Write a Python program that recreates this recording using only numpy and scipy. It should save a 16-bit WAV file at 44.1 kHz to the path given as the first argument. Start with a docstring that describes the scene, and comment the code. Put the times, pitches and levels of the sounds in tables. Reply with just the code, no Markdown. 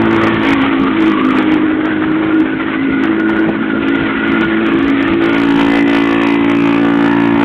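"""A small single-cylinder four-stroke scooter under way, heard close up from the handlebar on a hand-held microphone.
Each firing booms in the broken silencer (lines at multiples of the firing rate, near its resonance) and rasps out of
the leak (cracks and noise) into the ringing body panels. The engine slows a little, firing less evenly, then recovers.
Wind (low noise) buffets the microphone and road bumps (short thumps) jolt it. A narrow-band recorder dulls the top
and overloads on the peaks."""
import sys
import numpy as np
from scipy import signal
from scipy.fft import rfft, irfft, next_fast_len
from scipy.io import wavfile
from scipy.ndimage import uniform_filter1d

SR = 44100
rng = np.random.default_rng(int(sys.argv[2]) if len(sys.argv) > 2 else 0)


def generate_wav(signal):
    """Clip the signal to [-1, 1] and save it as 16-bit WAV at the path in sys.argv[1]."""
    frames = np.transpose(np.atleast_2d(signal))
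    scaled = np.clip(frames, -1, 1) * 32767
    pcm = np.round(scaled).astype(np.int16)
    wavfile.write(sys.argv[1], SR, pcm)


N = 328104


def from_db(db):
    """Decibels to amplitude gain."""
    return 10 ** (np.asarray(db) / 20)


def rms_one(x):
    """Scale to unit power."""
    return x / np.sqrt(np.mean(x ** 2) + 1e-20)


def in_time(rows):
    """Columns of a (time, ...) table as curves, one value per sample."""
    s, *columns = np.transpose(rows)
    return [np.interp(np.arange(N) / SR, s, column) for column in columns]


def colour(x, spectrum):
    """Filter a noisy signal by a (frequency [Hz], gain [dB]) curve, then scale it to unit power."""
    size = next_fast_len(N)
    hz, gain_db = np.transpose(spectrum)
    bins_hz = np.arange(size // 2 + 1) * SR / size
    gain = from_db(np.interp(np.log(bins_hz + 1), np.log(hz), gain_db))
    return rms_one(irfft(rfft(x, size) * gain, size)[:N])


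def resonate(x, hz, width_hz):
    """One two-pole resonance with gain 1 on top."""
    r = np.exp(-np.pi * width_hz / SR)
    poles = [1, -2 * r * np.cos(2 * np.pi * hz / SR), r * r]
    return signal.lfilter(np.array([1, 0, -1]) * (1 - r * r) / 2, poles, x)


def drift(rate):
    """Slow chance, about rate changes a second; spread 1."""
    r = np.exp(-80 * np.pi * rate / SR)
    # drawn once every 40 samples; the first 2000 values let the filter settle
    slow = signal.lfilter([1], [1, -2 * r, r * r], rng.standard_normal(N // 40 + 2002))[2000:]
    return np.interp(np.arange(N) / 40, np.arange(len(slow)), rms_one(slow))


# engine speed: (time [s], firing rate [firings per s])
SPEED = [(0, 55.9), (.3, 55.3), (.6, 54.6), (.85, 54.2), (1.05, 53.6), (1.25, 52.0), (1.45, 51.6),
         (1.7, 51.9), (2.1, 52.5), (2.5, 53.1), (2.9, 53.9), (3.3, 54.3), (3.6, 54.2), (4.0, 55.0),
         (4.7, 55.2), (5.1, 55.4), (5.3, 56.2), (6.1, 56.4), (6.55, 56.8), (7.44, 56.9)]
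# unevenness of combustion, 0 = every cycle alike: (time [s], roughness [0-1])
ROUGHNESS = [(0, .42), (.4, .52), (.7, .75), (4.5, .8), (4.7, .66), (5.15, .6), (5.3, .34), (5.7, .22),
             (7.44, .2)]


def engine():
    """Firing rate, cycles fired so far (its running sum) and roughness of the combustion."""
    per_s, = in_time(SPEED)
    rough, = in_time(ROUGHNESS)
    return per_s, np.cumsum(per_s) / SR, rough


# lines under the boom, clearest when combustion is even:
# (time [s], level at 2x firing rate [dB], level at 3x [dB])
UNDER_BOOM = [(0, -25.5, -27.5), (.35, -28, -35), (.6, -42.5, -40.5), (1.6, -39.5, -41.5), (2.1, -39, -31),
              (2.5, -40.5, -39), (5.1, -38, -40), (5.35, -32.5, -27.5), (6.3, -34, -32.5), (6.7, -31, -26),
              (7.44, -29.5, -25.5)]
# the boom passes between its lines as the hand-held microphone moves:
# (time [s], level at 4x firing rate [dB], level at 5x [dB], level at 6x [dB])
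BOOM_LINES = [(0, -16, -19.5, -12.5), (.15, -18.5, -26, -13), (.4, -19, -23.5, -16), (.48, -27, -14.5, -17),
              (.65, -27.5, -14, -28), (.74, -33.5, -13.5, -17.5), (.86, -24.5, -12, -27),
              (1.001, -23, -28.5, -11), (1.1, -20, -20, -12), (1.18, -25, -14.5, -18.5),
              (1.37, -28, -12.5, -13.5), (1.46, -27.5, -19, -14), (1.6, -28, -20, -11),
              (1.72, -33.5, -25, -13), (2.02, -27, -22.5, -15), (2.14, -32, -30.5, -12.5),
              (2.28, -29, -28.5, -14), (2.39, -30, -22.5, -8.5), (2.47, -35.5, -20.5, -20),
              (2.66, -31.5, -21.5, -19.5), (2.85, -30, -14.5, -24.5), (3.03, -25, -15, -18),
              (3.21, -22.5, -30, -13.5), (3.35, -23.5, -25.5, -16), (3.42, -24, -30, -10.5),
              (3.5, -21, -25, -19), (3.94, -24, -15.5, -21), (4.2, -23, -23.5, -22),
              (4.35, -22, -16.5, -16.5), (4.48, -24.5, -29, -18), (4.62, -15.5, -36, -13),
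              (4.69, -23, -15.5, -14), (4.97, -28.5, -11.5, -24.5), (5.1, -29.5, -19.5, -15),
              (5.27, -24, -19, -13), (5.38, -22, -13.5, -19.5), (5.6, -21.5, -11, -19),
              (6.15, -23, -14.5, -17), (6.551, -21.5, -12.5, -18), (7.44, -18.5, -12.5, -18.5)]
# upper flank of the boom, weaker as combustion gets uneven:
# (multiple of the firing rate [1], level when even [dB], loss at roughness 1 [dB])
FLANKS = [(7.0, -29, 5.5), (8.0, -31.5, 8)]


def boom_orders(rough):
    """Each multiple of the firing rate with its level curve in dB; roughness weakens the upper flank."""
    orders = list(zip((2, 3, 4, 5, 6), in_time(UNDER_BOOM) + in_time(BOOM_LINES)))
    for order, even_db, loss_db in FLANKS:
        orders.append((round(order), even_db - loss_db * rough))
    return orders


SILENCER_HZ, SILENCER_WIDTH_HZ = 315, 35


def boom(cycles, per_s, rough, flutter_db, wander_rad, rumble_db):
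    """Low multiples of the firing rate, phased as the silencer's ring; uneven cycles shake them."""
    out, power = np.zeros(N), 0
    for order, level_db in boom_orders(rough):
        hz = order * per_s
        lag = np.arctan2(hz * SILENCER_WIDTH_HZ, SILENCER_HZ ** 2 - hz ** 2)
        # the ring steadies the lines close to it
        loose = 1 + .004 * np.abs(hz - SILENCER_HZ)
        phase = 2 * np.pi * order * cycles - lag + wander_rad * rough * loose * drift(8.7)
        gain = from_db(level_db + flutter_db * rough * drift(16.7))
        out += gain * np.sqrt(2) * np.cos(phase)
        power = power + from_db(level_db) ** 2
    # turbulent gas also rings the silencer between the lines
    rumble = rng.standard_normal(N)
    for _ in range(2):
        rumble = resonate(rumble, SILENCER_HZ, 170)
    return out + from_db(rumble_db) * rough * np.sqrt(power) * rms_one(rumble)


def echoes(clicks, decay_s, change_per_s, count=5):
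    """Bodywork and road smear each click into a short patter, which changes as the microphone moves."""
    t = np.arange(round(.03 * SR)) / SR
    patters = rng.standard_normal((count, len(t))) * (t / decay_s) * np.exp(-t / decay_s)
    shares = np.array([drift(change_per_s) for _ in patters])
    shares /= np.sqrt(np.sum(shares ** 2, axis=0))
    return rms_one(sum(signal.fftconvolve(clicks * share, p)[:N] for share, p in zip(shares, patters)))


def blasts(cycles, rough, lead, puff, spread_db, jitter_s, per_turn, crisp_db):
    """Gas through the leak: a repeating crack per firing plus noise that swells through each cycle."""
    count = int(cycles[-1]) + 2
    size, late = rng.standard_normal((count, 2)).T
    shifted = cycles + lead
    whole = np.minimum(shifted.astype(int), count - 1)
    gain = uniform_filter1d(from_db(spread_db * size[whole] * np.sqrt(rough)), size=130)
    # the swell peaks at age 1 and restarts with the next cycle; rough combustion fills it in
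    age = (shifted - whole) / puff
    gate = rough + (1 - rough) * age * np.exp(1 - age)
    gate *= 1 + per_turn * np.cos(4 * np.pi * shifted)   # the crank turns twice per firing
    noise = rough * rms_one(gate * rng.standard_normal(N))
    clicks = np.zeros(N)
    at = np.flatnonzero(np.diff(whole))
    shift = (jitter_s * SR * late[whole[at]] * rough[at]).astype(int)
    clicks[np.clip(at + shift, 0, N - 1)] = 1
    cracks = from_db(crisp_db) * (1 - rough) * echoes(clicks, decay_s=.0035, change_per_s=1.6)
    # the crack repeats best in its low part
    dull = signal.sosfilt(signal.butter(2, 1300, fs=SR, output="sos"), cracks)
    mix = noise + cracks + dull
    return gain * mix / np.sqrt(uniform_filter1d(mix ** 2, size=6000))   # level evened before the gain


# stretches in which each panel, in the order of PANELS, faces the moving microphone:
# (start time [s], end time [s], relative level [dB])
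PANEL_HEARD = [
    [(0, 1.64, -25.5), (5.4, 6.0, -27.5), (6.15, 7.44, -26)],
    [(.1, .32, -20.5), (.45, .85, -18.5), (1.15, 1.3, -16), (4.5, 5.5, -27), (6.0, 6.2, -22.5),
     (6.7, 7.0, -24)],
    [(1.68, 2.8, -23.5), (2.88, 3.4, -17.5), (3.55, 4.6, -17.5), (5.3, 5.45, -24), (5.9, 6.0, -31),
     (6.86, 6.95, -30)],
    [(.25, .7, -20.5), (3.9, 5.1, -25), (5.4, 6.3, -24.5), (7.1, 7.3, -18.5)],
    [(2.55, 2.98, -25.5), (3.95, 4.55, -22.5), (4.95, 5.1, -27.5), (5.75, 5.9, -17.5), (6.0, 6.08, -23),
     (6.27, 6.4, -23)],
    [(.44, .54, -28), (5.77, 5.97, -28), (6.17, 6.24, -22), (6.55, 6.8, -23.5)],
]
PANEL_HIDDEN_DB, PANEL_TURN_DB_PER_S, PANEL_FLICKER_DB = -39, 112, 2   # levels as in PANEL_HEARD


def panel_db(stretches):
    """A panel is heard while it faces the microphone and fades at a set rate as it turns away."""
    t, level_db = np.arange(0, N, 100) / SR, PANEL_HIDDEN_DB
    for start, end, top_db in stretches:
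        outside_s = np.maximum(0, np.maximum(start - t, t - end))
        level_db = np.maximum(level_db, top_db - PANEL_TURN_DB_PER_S * outside_s)
    return np.interp(np.arange(N) / SR, t, level_db) + PANEL_FLICKER_DB * drift(7.0)


# leak heard at the microphone: (time [s], relative rasp level [dB], relative level of the rasp's top [dB])
LEAK = [(0, -15.5, -25), (.28, -16, -23), (.5, -16.5, -22), (.8, -19, -25.5), (1.45, -20, -27),
        (1.7, -21, -32.5), (2.2, -20, -30.5), (2.9, -22.5, -29.5), (3.2, -19.5, -32), (3.7, -22.5, -31),
        (3.85, -20, -26), (4.45, -19, -26), (4.85, -20.5, -26), (5.1, -18.5, -23.5), (5.25, -19.5, -24.5),
        (5.5, -19.5, -24), (6.0, -17.5, -18.5), (6.3, -20.5, -22.5), (6.9, -18, -24.5), (7.44, -18.5, -26)]
# filter for the broad rasp: (frequency [Hz], relative gain [dB])
RASP = [(250, -17.5), (380, -8), (460, -3.5), (730, -6), (1060, -5.5), (1400, -1), (2030, -9),
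        (2700, -42.5), (3400, -54.5)]
# filter for the top of the rasp: (frequency [Hz], relative gain [dB])
RASP_TOP = [(1500, -24.5), (2200, 1), (2600, -3), (3250, -5), (3600, -11.5), (3950, -22), (4300, -31.5),
            (4650, -55.5)]
# ringing body panels: (resonance [Hz], width of one resonator pass [Hz])
PANELS = [(900, 290), (1150, 190), (1440, 110), (1780, 270), (1990, 170), (2500, 420)]
LEAK_FLICKER_DB = 1.5


def leak(gas, rough, panel_share_db, shake_s):
    """Broad rasp, its top with a level of its own, and the panels that it sets ringing."""
    rasp_db, top_db = in_time(LEAK)
    gust_db = LEAK_FLICKER_DB * drift(8.4)
    out = from_db(rasp_db - 3 + gust_db) * colour(gas, RASP)
    out += from_db(top_db - 2.5 + gust_db) * colour(gas, RASP_TOP)
    for (hz, width_hz), stretches in zip(PANELS, PANEL_HEARD):
        level_db = panel_db(stretches)
        ring = rms_one(resonate(resonate(gas, hz, width_hz), hz, width_hz))
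        # the shaking path to the microphone makes each ring waver in pitch
        heard_at = np.arange(N) + shake_s * SR * rough ** 2 * drift(3.94)
        out += from_db(level_db + panel_share_db) * np.interp(heard_at, np.arange(N), ring)
    return out


# wind on the microphone: (time [s], relative level [dB])
WIND = [(0, -37.5), (.75, -36.5), (1.45, -42), (2.7, -42.5), (2.96, -42), (3.4, -43), (3.8, -42),
        (5.2, -37.5), (6.0, -46), (7.44, -43.5)]
# filter for the wind noise: (frequency [Hz], relative gain [dB])
WIND_COLOUR = [(20, -23.5), (35, -19), (55, 2), (100, 2), (200, 9), (400, -9.5), (700, -27.5)]


def wind(lumpy_db):
    """Lumpy low noise, as air buffets the microphone port."""
    level_db, = in_time(WIND)
    return from_db(level_db + 10 + lumpy_db * drift(17.0)) * colour(rng.standard_normal(N), WIND_COLOUR)


# road bumps jolting the microphone: (time [s], level of the noise at its peak [dB])
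JOLTS = [(.13, -16), (.24, -16.5), (3.491, -12.5), (3.76, -18.5), (4.06, -23)]


def jolts(decay_s):
    """Short dull thumps: low noise that swells and dies exponentially around each bump."""
    envelope, t = np.zeros(N), np.arange(N) / SR
    band = signal.butter(2, [110, 600], "band", fs=SR, output="sos")
    noise = rms_one(signal.sosfilt(band, rng.standard_normal(N)))
    for s, level_db in JOLTS:
        envelope += from_db(level_db) * np.exp(-np.abs(t - s) / decay_s)
    return envelope * noise


def scene():
    """Boom, rasp, wind and jolts at one microphone."""
    per_s, cycles, rough = engine()
    low = boom(cycles, per_s, rough, flutter_db=2.6, wander_rad=0.71, rumble_db=-8)
    # lead and puff in cycles; spread and jitter as at roughness 1
    gas = blasts(cycles, rough, lead=.3, puff=0.99, spread_db=1.5, jitter_s=0.00018, per_turn=0.19,
                 crisp_db=-7.5)
    gas *= from_db(1.2 * rms_one(low))   # turbulence at the leak follows the booming pressure
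    rasp = leak(gas, rough, panel_share_db=-7, shake_s=0.00031)
    return (low + rasp + wind(lumpy_db=4.0) + jolts(decay_s=.018))[None]


OVERLOAD = .713   # amplitude at which peaks flatten
BAND_HZ, CUTOFF_HZ = 4750, 15800


def record(dry):
    """The band ends above 4 kHz, peaks are cut flat and so spit treble, the very top is cut."""
    narrow = signal.sosfilt(signal.cheby2(14, 60, BAND_HZ, fs=SR, output="sos"), dry)
    flat = np.clip(narrow, -OVERLOAD, OVERLOAD)
    return signal.sosfilt(signal.ellip(10, .1, 60, CUTOFF_HZ, fs=SR, output="sos"), flat)


dry = scene()
out = record(dry)
generate_wav(out)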